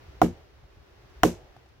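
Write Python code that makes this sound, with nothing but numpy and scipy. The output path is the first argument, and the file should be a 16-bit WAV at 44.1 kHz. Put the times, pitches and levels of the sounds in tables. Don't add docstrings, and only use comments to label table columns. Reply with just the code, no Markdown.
import sys
import numpy as np
from scipy import signal
from scipy.fft import rfft, irfft, next_fast_len
from scipy.io import wavfile
from scipy.ndimage import map_coordinates

SR = 44100
rng = np.random.default_rng(int(sys.argv[2]) if len(sys.argv) > 2 else 0)


def to_wav(s):
    ch = np.atleast_2d(s).T
    pcm = np.round(np.clip(ch, -1, 1) * 32767)
    wavfile.write(sys.argv[1], SR, pcm.astype(np.int16))


N = 79380

T = np.arange(SR // 2) / SR
SIDES = np.array([[.5], [-.5]])


def amp(db):
    return 10 ** (np.asarray(db) / 20)


def unit(x):
    return x / np.sqrt(np.mean(x ** 2) + 1e-20)


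def along(points, hz):
    f, v = np.transpose(points)
    return np.interp(np.log(hz + 1), np.log(f + 1), v)


def level(rows):
    return amp(np.interp(np.arange(N) / SR, *np.transpose(rows)))


def wobble(rate):
    points = rng.standard_normal(int(N * rate / SR) + 4)
    return map_coordinates(points, [np.arange(N) * rate / SR])


def filtered(x, response):
    n = x.shape[-1]
    m = next_fast_len(n + 8192)
    gain = response(np.fft.rfftfreq(m, 1 / SR))
    return irfft(rfft(x, m) * gain, m)[..., :n]


def brighter(x, db):
    return filtered(x, lambda hz: amp(db * hz ** 2 / (hz ** 2 + 2816 ** 2)))


def rush(spectrum, alike, size=N):
    def shares(hz):
        turn = np.arccos(np.clip(along(alike, hz), -1, 1)) / 2
        return amp(along(spectrum, hz)) * [np.cos(turn), np.sin(turn)]

    mid, side = filtered(rng.standard_normal((2, size)), shares)
    return unit(np.array([mid + side, mid - side]))


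def ring(modes, hold_s, lag_s=0, hardness_db=0, swell_cycles=0.29):
    t = np.maximum(T - [[0], [lag_s]], 0)
    total = 0
    for hz, db, t60, pan_db in modes:
        octaves_up = np.log2(hz / modes[0][0])
        start_db = db + hardness_db * octaves_up + rng.normal(0, 0.95) + pan_db * SIDES
        swell = 1 - np.exp(-t * hz / swell_cycles)
        total = total + amp(start_db - 60 * t / t60) * swell * np.sin(2 * np.pi * hz * t)
    return total * np.exp(-(t / hold_s) ** 4)


def add(mix, s, sound):
    part = mix[:, round(s * SR):][:, :sound.shape[1]]
    part += sound[:, :part.shape[1]]


# (time_s, level_db)
HISS_LEVEL = [(0.0, -55), (0.25, -56.5), (0.586, -60), (1.022, -58.5), (1.308, -56), (1.8, -62)]
# (frequency_hz, relative_level_db)
HISS_COLOUR = [(110, -22.5), (180, -12.5), (230, -13), (374, -5), (487, -10), (975, -14), (1850, -17),
               (5800, -27), (8290, -41), (15900, -38), (16100, -74.5)]
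# (frequency_hz, likeness from -1 to 1)
HISS_ALIKE = [(60, 0.076), (180, 0.51), (550, 0.16), (1650, 0.1), (4970, -0.19), (15000, -0.02)]
# (time_s, level_db)
RUMBLE_LEVEL = [(0.0, -55.5), (0.25, -49), (0.56, -57), (0.732, -55), (0.832, -58), (1.232, -54.5),
                (1.332, -52.5), (1.658, -62), (1.8, -60)]
# (frequency_hz, relative_level_db)
RUMBLE_COLOUR = [(12, -65), (20, -27), (35, -8.5), (59, 3), (150, -10), (168, -35.5), (220, -20.5),
                 (290, -68), (480, -120)]


def night():
    hiss = level(HISS_LEVEL) * amp(.6 * wobble(18)) * rush(HISS_COLOUR, HISS_ALIKE)
    rumble_noise = rush(RUMBLE_COLOUR, [(25, .6), (150, 0.97)])
    rumble = level(RUMBLE_LEVEL) * amp(3.2 * wobble(36)) * rumble_noise
    return hiss + rumble


BITE_S, CRACK_T60_S = .0015, .011
# (frequency_hz, relative_level_db)
CRACK_COLOUR = [(1200, -3.5), (2000, -2.5), (3320, -9), (4840, -17.5), (6120, -8), (9690, -28.5),
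                (11400, -19), (14800, -17.5), (16600, -28.5)]


def blade_crack(treble_db):
    biting = amp(8 * T / BITE_S)
    dying = amp(-60 * (T - BITE_S) / CRACK_T60_S)
    noise = rush(CRACK_COLOUR, [(1000, 0.15)], size=len(T))
    return np.where(T < BITE_S, biting, dying) * brighter(noise, treble_db)


def air_push(width_s):
    u = (T - BITE_S) / width_s
    return amp(5.5) * (1 - u ** 2) * np.exp(-u ** 2 / 2)


# (pitch_hz, level_db, t60_s, left_right_db)
LOG_TONES = [(53.4, -31.5, 0.34, 12), (90.7, -20.5, 1, 8.5), (140.6, -22.5, 0.21, -1), (175, -14, 0.26, 3),
             (236.4, -12, 0.24, 0), (316.8, -4, 0.07, -2.5), (349.9, -22.5, 0.83, -5.5),
             (402.3, -7.5, 0.077, -14), (483.4, -27.5, 0.31, 8), (535.5, -25, 0.084, -10)]


def log_thud(swell_cycles):
    return ring(LOG_TONES, hold_s=0.094, swell_cycles=swell_cycles)


# (frequency_hz, relative_level_db)
TAIL_COLOUR = [(150, -17), (400, 2), (800, -10), (1500, -19.5), (3000, -23), (4500, -27), (6500, -21.5),
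               (9500, -29.5), (13000, -25.5), (15800, -36.5), (16100, -73)]
# (frequency_hz, t60_s)
TAIL_FADE = [(150, .25), (700, .17), (2000, .22), (6000, .24), (10000, .2), (15000, .165)]
# (frequency_hz, likeness from -1 to 1)
ECHO_ALIKE = [(60, 1), (240, 0.86), (950, 0.72), (3770, 0.04), (15000, 0.011)]


def scattered_tail(stretch):
    noise = rush(TAIL_COLOUR, ECHO_ALIKE, size=len(T))
    hz, t, pieces = signal.stft(noise, SR, nperseg=256)
    t60 = stretch * along(TAIL_FADE, hz)[:, None]
    fading = signal.istft(pieces * amp(-60 * t / t60), SR, nperseg=256)[1][:, :len(T)]
    bloom = 1 - .7 * np.exp(-(T / .012) ** 2)
    return fading * bloom * np.exp(-(T / stretch / .19) ** 4)


# (frequency_hz, relative_level_db)
LATE_ECHO_COLOUR = [(200, -16.5), (350, 1), (750, 0), (1100, -18.5), (2000, -50)]


def late_echo(db):
    swell = 1 - np.exp(-T / 0.02)
    return amp(db - 60 * T / 0.73) * swell * rush(LATE_ECHO_COLOUR, ECHO_ALIKE, size=len(T))


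SPLINTERS_PER_S, SPLINTER_S = 500, .0012
# (frequency_hz, relative_level_db)
SPLINTER_COLOUR = [(1500, -9.5), (3000, 5.5), (6500, 9), (9500, -13), (13000, -18), (15800, -16.5),
                   (16100, -67.5)]


def splinters():
    starts = rng.random(len(T)) < SPLINTERS_PER_S / SR
    hits = starts * amp(6 * rng.standard_normal(len(T)))
    grains = unit(signal.fftconvolve(hits, np.exp(-T / SPLINTER_S))[:len(T)])
    return grains * amp(-60 * T / .33) * rush(SPLINTER_COLOUR, [(1000, 0.9)], size=len(T))


# (pitch_hz, level_db, t60_s, left_right_db)
BILLET_TONES = [(742, 2, .06, -4), (1130, -3, .04, 4), (1345, -7, .04, 2), (1910, -14, .04, 0),
                (2320, -17, .04, 0), (3180, -21, .05, 0)]


def billet_knock(hardness_db):
    return ring(BILLET_TONES, hold_s=.0065, lag_s=0.00018, hardness_db=hardness_db)


SECOND_CRACK_S, KNOCK_DELAY_S, REBOUND_S = .0045, .001, .016
# (time_s, strength_db, air_push_width_s, hardness_db_per_octave, crack_db,
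# crack_treble_db, tail_treble_db, tail_stretch (a factor), rebound_db, splinters_db,
# knock_left_right_db, late_echo_db); strength_db scales everything but the splinters
BLOW_LIST = [(0.2178, -8, .00032, -6, -17, -4, -7, .9, -1, -56, -2, -38),
             (1.2347, -9, .00024, 0, -9, 0, 0, 1.1, -1, -46, 3, -33)]


def chops():
    mix = np.zeros((2, N))
    for (s, db, push_s, hardness_db, crack_db, crack_treble_db, tail_treble_db, stretch,
         rebound_db, splinter_db, pan_db, far_db) in BLOW_LIST:
        crack = amp(crack_db) * blade_crack(crack_treble_db)
        add(mix, s - BITE_S, amp(db) * (crack + air_push(push_s)))
        add(mix, s - BITE_S + SECOND_CRACK_S, amp(db - 9) * crack[::-1])
        add(mix, s, amp(db) * log_thud(swell_cycles=.8))
        tail = amp(-11.5) * brighter(scattered_tail(stretch), tail_treble_db)
        add(mix, s, amp(db) * (tail + late_echo(far_db)))
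        add(mix, s, amp(splinter_db) * splinters())
        add(mix, s + KNOCK_DELAY_S, amp(db + pan_db * SIDES) * billet_knock(hardness_db))
        add(mix, s + REBOUND_S, amp(db + rebound_db) * log_thud(swell_cycles=0.25))
    return mix


# (time_s, billet_knock_db, dry_tick_db, left_right_db)
CHIP_LIST = [(.638, -56.5, -80, 15), (1.098, -76.5, -66.5, 11), (1.167, -68, -84, 3),
             (1.565, -43, -60.5, 3), (1.61, -66, -82, 0), (1.635, -75, -72, 0), (1.66, -62, -71, 16),
             (1.688, -70, -65, 7)]


def chips():
    mix = np.zeros((2, N))
    tick_colour = [(1500, -4), (3500, 3), (15800, -17), (16100, -60)]  # (frequency_hz, level_db)
    for s, knock_db, tick_db, pan_db in CHIP_LIST:
        noise = rush(tick_colour, [(1000, 0.4)], size=len(T))
        tick = amp(tick_db - 60 * T / 0.031) * noise
        knock = amp(knock_db) * ring(BILLET_TONES, hold_s=.0045, hardness_db=-10, swell_cycles=.2)
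        add(mix, s, amp(pan_db * SIDES) * (knock + tick))
    return mix


def scene():
    return night() + chops() + chips()


def record(dry):
    return filtered(dry, lambda hz: hz < 16800)


dry = scene()
out = record(dry)
to_wav(out)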